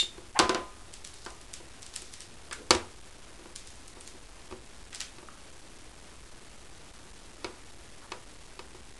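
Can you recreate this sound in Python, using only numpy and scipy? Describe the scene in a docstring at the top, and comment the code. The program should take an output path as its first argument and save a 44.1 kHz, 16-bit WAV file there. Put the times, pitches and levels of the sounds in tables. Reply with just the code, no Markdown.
"""Turning a steel pump pot

A steel pot with a plastic lid stands on a wooden floor in a small room, close to the microphone.
Its handle squeaks by stick-slip friction, swings down and bounces on the shell, exciting its modes.
A hand turns the pot in short pushes: the base knocks and scrapes, the lid ticks and rubs.
An 8-bit recorder adds quantisation noise, a gritty hiss."""
import sys
import numpy as np
from scipy import signal
from scipy.fft import rfft, irfft
from scipy.io import wavfile

SR = 44100
rng = np.random.default_rng(int(sys.argv[2]) if len(sys.argv) > 2 else 0)


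def log_audio(samples):
    """Write samples as a 16-bit WAV file to the path given in sys.argv[1]."""
    # one column per channel
    frames = np.atleast_2d(samples).T
    # limit to full scale, then quantise
    limited = np.clip(frames, -1, 1)
    pcm = np.round(limited * 32767).astype(np.int16)
    wavfile.write(sys.argv[1], SR, pcm)


N = 396459
TIME = np.arange(N) / SR
RING_TIME = TIME[:SR * 3 // 4]


def from_db(db):
    """Amplitude ratio of a level in decibels."""
    return 10 ** (np.asarray(db) / 20)


def unit_rms(x):
    """Normalisation to unit power."""
    return x / np.sqrt(np.mean(x ** 2) + 1e-20)


def at_hz(rows, hz):
    """Interpolation of a spectrum table in log frequency."""
    points, *columns = np.transpose(rows)
    return [np.interp(np.log(hz), np.log(points), c) for c in columns]


def filtered(x, hz, kind, order=2):
    """Butterworth filter."""
    edges = np.clip(hz, 10, .45 * SR)
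    return signal.sosfilt(signal.butter(order, edges, kind, fs=SR, output="sos"), x + 1e-18)


def add(out, s, sound):
    """Superposition of a sound starting at time s."""
    start = max(round(s * SR), 0)
    out[start:start + len(sound)] += sound[:N - start]


def decay(t, t60):
    """Exponential damping: 60 dB in t60."""
    return np.exp(-np.log(1000) * t / t60)


def ring(modes, count, spread_db=0):
    """Free vibration as a sum of damped modes, one row per blow."""
    hz, db, t60 = np.transpose(modes)
    waves = np.sin(2 * np.pi * hz[:, None] * RING_TIME) * decay(RING_TIME, t60[:, None])
    strengths = from_db(db + spread_db * rng.standard_normal((count, len(hz))))
    return strengths @ waves


def dense_modes(table, length_s, count, lag_s=0):
    """Modal overlap: decaying noise in half octaves. Dispersion delays the bass (lag_s at 1 kHz)."""
    t, out = TIME[:int(length_s * SR)], 0
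    edges = 45 * 2 ** (np.arange(17) / 2)
    for low, high in zip(edges, edges[1:]):
        hz = np.sqrt(low * high)
        db, t60 = at_hz(table, hz)
        age = t - lag_s * np.sqrt(1000 / hz)
        burst = rng.standard_normal((count, len(t))) * decay(np.maximum(age, 0), t60) * (age >= 0)
        band = filtered(burst, [low, high], "band")
        energy = np.sum(band ** 2, axis=1, keepdims=True)
        out = out + band * from_db(db) * np.sqrt(2 * (high - low) / SR / energy)
    return out


def diffuse(table, count, length_s=.4, build_s=.004):
    """A diffuse field builds up as reflections multiply, then decays."""
    tails = dense_modes(table, length_s, count)
    return tails * (1 - np.exp(-(TIME[:tails.shape[1]] / build_s) ** 2))


# room response: f/Hz, level/dB, T60/s
ROOM_BANDS = [(84, -4.5, .5), (367, 0.5, 0.41), (1030, -3, 0.37), (2560, -3, 0.35), (4800, -4, .26),
              (9830, -8.5, .23)]

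def reverberation(x):
    """Convolution with the room's impulse response."""
    return signal.fftconvolve(x, diffuse(ROOM_BANDS, count=1)[0])[:N]


# background spectrum: f/Hz, relative density level/dB
NOISE_SPECTRUM = [(20, -1), (55, -1), (90, -7), (150, -13.5), (250, -13.5), (340, -11.5), (500, -17),
                  (1000, -19.5), (2500, -24), (10000, -31.5)]

def ambience(level_db=-52.5):
    """Stationary noise: room rumble with a trace of microphone hiss."""
    hz = np.maximum(np.fft.rfftfreq(N, 1 / SR), 1)
    colour = from_db(at_hz(NOISE_SPECTRUM, hz)[0])
    return from_db(level_db) * unit_rms(irfft(rfft(rng.standard_normal(N)) * colour, N))


def stick_slip(hz, envelope, jitter, overtone_db, wander_hz=350):
    """Self-excited friction oscillation: three harmonics of an unsteady slip rate."""
    wander = unit_rms(filtered(rng.standard_normal(SR), wander_hz, "low"))[:len(envelope)]
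    phase = 2 * np.pi * np.cumsum(hz * (1 + jitter * wander)) / SR
    return envelope * unit_rms(sum(from_db(overtone_db * k) * np.sin((k + 1) * phase) for k in range(3)))


# modes of the handle: f/Hz, level/dB, T60/s
HANDLE_RING = [(2290, -9.5, 0.15), (2810, -2, 0.16), (3590, -3, 0.21), (3670, -11, 0.15), (4100, -1, 0.11),
               (4470, -5.5, 0.16), (4870, -27, 0.14), (7100, -22, 0.19), (7200, -16, 0.24),
               (7100, -23, 0.28)]
# groans as the handle lands: t/s, duration/s, slip rate f/Hz, level/dB
PIVOT_GROANS = [(0.346, 0.041, 815, -31.5), (0.353, 0.042, 1060, -34)]

def handle_pivot(squeak_hz=3640, squeak_db=-21.5, rasp_db=-2, ring_db=-29, tone_room_db=-6):
    """Stick-slip at the pivot: a fading squeak over the ringing handle, then a groan."""
    squeak, groan = np.zeros((2, N))
    fading = from_db(squeak_db) * decay(RING_TIME, t60=0.16)
    add(squeak, 0, stick_slip(squeak_hz, fading, jitter=0.02, overtone_db=-11.5))
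    for s, length_s, hz, db in PIVOT_GROANS:
        swell = from_db(db) * np.hanning(int(length_s * SR))
        add(groan, s, stick_slip(hz, swell, jitter=0.095, overtone_db=-9))
    rasp = from_db(rasp_db) * squeak * rng.standard_normal(N)   # each slip sheds a little noise
    rasp = filtered(rasp, 2100, "high", order=4)
    rasp = filtered(rasp, 5500, "low", order=1)
    tones = squeak + groan
    out = tones + rasp + reverberation(from_db(tone_room_db) * tones + rasp)
    add(out, 0, from_db(ring_db) * ring(HANDLE_RING, count=1)[0])
    return out


def contact(sound, cutoff_hz, bass_db, bass_hz=550):
    """Contact compliance removes treble; a heavy blow moves the whole pot and adds bass."""
    sound = filtered(sound, cutoff_hz, "low", order=1)
    bass = filtered(sound, bass_hz, "low", order=1)
    return sound + (from_db(bass_db) - 1) * bass


# responses to a blow: f/Hz, level/dB, T60/s
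CLACK_BANDS = [(59.7, 16.5, 0.2), (162, -1.5, 0.22), (350, 15, 0.082), (473, 20, 0.071), (673, 8, 0.036),
               (1020, 23.5, 0.034), (1710, 14, 0.026), (2530, 13.5, 0.026), (4560, 21, 0.019),
               (6600, 14.5, 0.021), (9580, 16.5, 0.005), (10800, -11, 0.0045)]   # dense, heavily damped modes of lid and handle
TAIL_BANDS = [(78, 8, .45), (150, 0, 0.33), (227, 5, 0.38), (368, 19.5, .32), (697, 15.5, 0.37),
              (1010, 16.5, 0.33), (1470, 15.5, 0.3), (1960, 8.5, 0.32), (2820, 13.5, 0.23),
              (4380, 7.5, 0.31), (5900, 8.5, 0.22), (9000, 1, 0.33), (11800, 3, 0.14)]   # reverberation
BODY_RING = [(208.3, -31.5, 0.24), (230.8, -26, 0.29), (263.4, -39, 0.3), (335.7, -27, 0.31),
             (355, -21, .17), (370.6, -24, .28), (401, -32.5, 0.17), (504, -25, .23), (903, -33.5, 0.13),
             (967, -26.5, .22), (1433, -35, 0.3), (2930, -21, 0.045), (3320, -21.5, 0.026),
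             (4440, -19, 0.053)]   # pot body
BASE_RING = [(75.86, -36.5, 0.41), (91.56, -35, .45), (941, -19.5, 0.034), (1138, -20.5, 0.039),
             (1176, -25.5, 0.11), (2260, -17, .05), (2570, -14.5, 0.035), (3800, -21.5, 0.054),
             (4930, -22.5, 0.11)]   # plastic base and floorboards
SHELL_RING = [(673, -30, .35), (722, -26, .25), (1019, -22, .42), (1083, -33, .3), (1228, -30, .9),
              (1414, -20, .13), (1543, -20, .13)]   # thin steel shell

def impacts(rows, shell_share, room_db, body_lag_s=.0006, radiation_hz=270):
    """Impulsive excitation: the plastic clacks; body, base, shell and room ring on."""
    out, count = np.zeros(N), len(rows)
    clacks = dense_modes(CLACK_BANDS, length_s=.12, count=count, lag_s=0.00034)
    tails = from_db(room_db) * diffuse(TAIL_BANDS, count)
    body, base, shell = (ring(m, count, spread_db=0.5) for m in (BODY_RING, BASE_RING, SHELL_RING))
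    # a small pot radiates little bass
    body, shell = filtered(np.array([body, shell]), radiation_hz, "high", order=3)
    tones = body + (1 - shell_share) * base + shell_share * shell
    for k, (s, db, cutoff_hz, bass_db) in enumerate(rows):
        for lag_s, part in [(0, clacks[k]), (body_lag_s, tones[k]), (0, tails[k])]:
            add(out, s + lag_s, from_db(db) * contact(part, cutoff_hz, bass_db))
    return out


# pushes of the hand: t/s, level/dB
PUSHES = [(0.027, -26.5), (0.18, -27), (1.602, -31), (2.021, -33), (2.857, -32.5), (3.394, -32),
          (3.457, -29), (3.97, -31), (4.149, -33.5), (4.524, -21), (5.228, -31), (8.748, -29.5)]

def hand_thuds(cutoff_hz=553, bass_db=3):
    """A soft contact excites mainly the low modes."""
    return impacts([(s, db, cutoff_hz, bass_db) for s, db in PUSHES], shell_share=.05, room_db=-1.5)


# the handle drops, bounces twice and later touches again: t/s, level/dB, cutoff f/Hz, bass gain/dB
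BOUNCES = [(0.3904, -5, 7750, -13), (0.397, -5, 4020, 5.5), (0.4934, -10, 4040, 5),
           (0.5465, -11, 2330, 1.5), (1.2622, -22, 2070, -3.5)]

def handle_bounces():
    """Inelastic impacts of the handle excite the steel shell."""
    return impacts(BOUNCES, shell_share=0.74, room_db=3.5)


# the base meets the floor: t/s, level/dB, cutoff f/Hz, bass gain/dB
LANDINGS = [(2.511, -26, 3700, -9), (2.7067, -2, 11300, 0.5), (2.749, -19, 11700, 3),
            (4.511, -29.5, 1190, 4), (5.1836, -33.5, 2190, -0.5), (7.4442, -16.5, 2420, 0.5),
            (8.1186, -18, 2120, -10.5), (8.592, -26.5, 2940, -1.5)]

def base_knocks():
    """Impacts of the tipping pot excite base and boards, the shell barely."""
    return impacts(LANDINGS, shell_share=.05, room_db=1)


# the clearest snaps of the lid: t/s, relative level/dB, centre f/Hz
LID_SNAPS = [(0.9386, -26.5, 5500), (1.0482, -24.5, 6000), (1.538, -22, 6270), (1.829, -29.5, 5600),
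             (1.864, -29.5, 5600), (1.939, -28.5, 4220), (1.9617, -18, 7540), (2.02, -27.5, 5900),
             (2.1377, -25.5, 6330), (2.2053, -26.5, 5500), (2.5293, -21.5, 6060), (3.56, -23.5, 6440),
             (3.673, -31.5, 6140), (3.8798, -31.5, 8400), (4.0094, -30, 9300), (4.9292, -26.5, 2600),
             (4.9475, -23, 4950), (5.0049, -18, 5170), (5.0132, -20.5, 3940)]
# response to a snap: f/Hz, level/dB, T60/s
SNAP_BANDS = [(300, -3, 0.023), (1430, 2.5, 0.024), (4800, 1.5, .01), (9800, 2.5, 0.0077)]

def lid_ticks(gain_db=12, spike=0.43, width=1.9, room_db=6, give_s=0.0047, give_db=-11.5):
    """Sudden strain release: a spike, rattle and echo, coloured by the size of the part that snaps."""
    out, rows = np.zeros(N), LID_SNAPS + creaks()
    snaps = dense_modes(SNAP_BANDS, length_s=.04, count=len(rows))
    tails = diffuse(ROOM_BANDS, count=len(rows), length_s=.15)
    for (s, db, hz), snap, tail in zip(rows, snaps, tails):
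        for part in (snap + spike * signal.unit_impulse(len(snap)), from_db(room_db) * tail):
            sound = from_db(db + gain_db) * filtered(part, [hz / width, hz * width], "band", order=1)
            add(out, s - give_s, from_db(give_db) * sound)   # the plastic first gives a little
            add(out, s, sound)
    return out


# the fingers shift on the lid: t/s, duration/s, relative level/dB
GRIP_SHIFTS = [(0.988, 0.44, -1), (1.801, .45, -1.5), (3.541, 0.25, -1.5), (4.033, 0.064, 2),
               (4.917, 0.078, 3.5)]

def creaks(per_s=12, base_db=-34.5, spread_db=3.5, hz=6710):
    """Intermittent slip under a shifting grip: faint, uneven ticks, as rows like LID_SNAPS."""
    rows = []
    for start_s, length_s, db in GRIP_SHIFTS:
        count = max(round(length_s * per_s), 1)
        times = start_s + length_s * (np.arange(count) + rng.random(count)) / count
        rows += [(s, base_db + db + spread_db * rng.standard_normal(), hz) for s in times]
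    return rows


# the base slides on the boards: t/s, duration/s, level/dB, centre f/Hz
BASE_SCRAPES = [(2.506, 0.042, -39.5, 1560), (2.533, .16, -51, 362), (4.923, 0.025, -46, 1590),
                (5.284, 0.0083, -39.5, 990), (8.001, 0.072, -53, 1027)]

def rubs(finger_db=-59, finger_hz=4940, slips_per_s=1500, width=1.4, room_db=-2):
    """Sliding friction as shot noise: tiny random slips of fingers on lid and base on floor."""
    out = np.zeros(N)
    fingers = [(s, length_s, finger_db + db, finger_hz) for s, length_s, db in GRIP_SHIFTS]
    for s, length_s, db, hz in BASE_SCRAPES + fingers:
        size = int(length_s * SR)
        slips = rng.standard_normal(SR) * (rng.random(SR) < slips_per_s / SR)
        friction = unit_rms(filtered(slips[:size], [hz / width, hz * width], "band"))
        add(out, s, from_db(db) * friction * np.hanning(size))
    return out + from_db(room_db) * reverberation(out)


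def scene():
    """Superposition of all sources at one microphone."""
    mix = ambience() + handle_bounces() + base_knocks() + hand_thuds()
    return (mix + handle_pivot() + rubs() + lid_ticks())[None]


def record(dry, step=.0055, cutoff_hz=11800):
    """Quantisation to 8 bits at half rate: rumble flips the lowest bit into hiss; overloads clip."""
    samples = signal.resample_poly(dry, 1, 2, axis=1)
    stored = step * np.clip(np.floor(samples / step), -128, 127)
    played = signal.resample_poly(stored, 2, 1, axis=1, window=("kaiser", 6))[:, :N]
    return filtered(played, cutoff_hz, "low", order=12)


dry = scene()
out = record(dry)
log_audio(out)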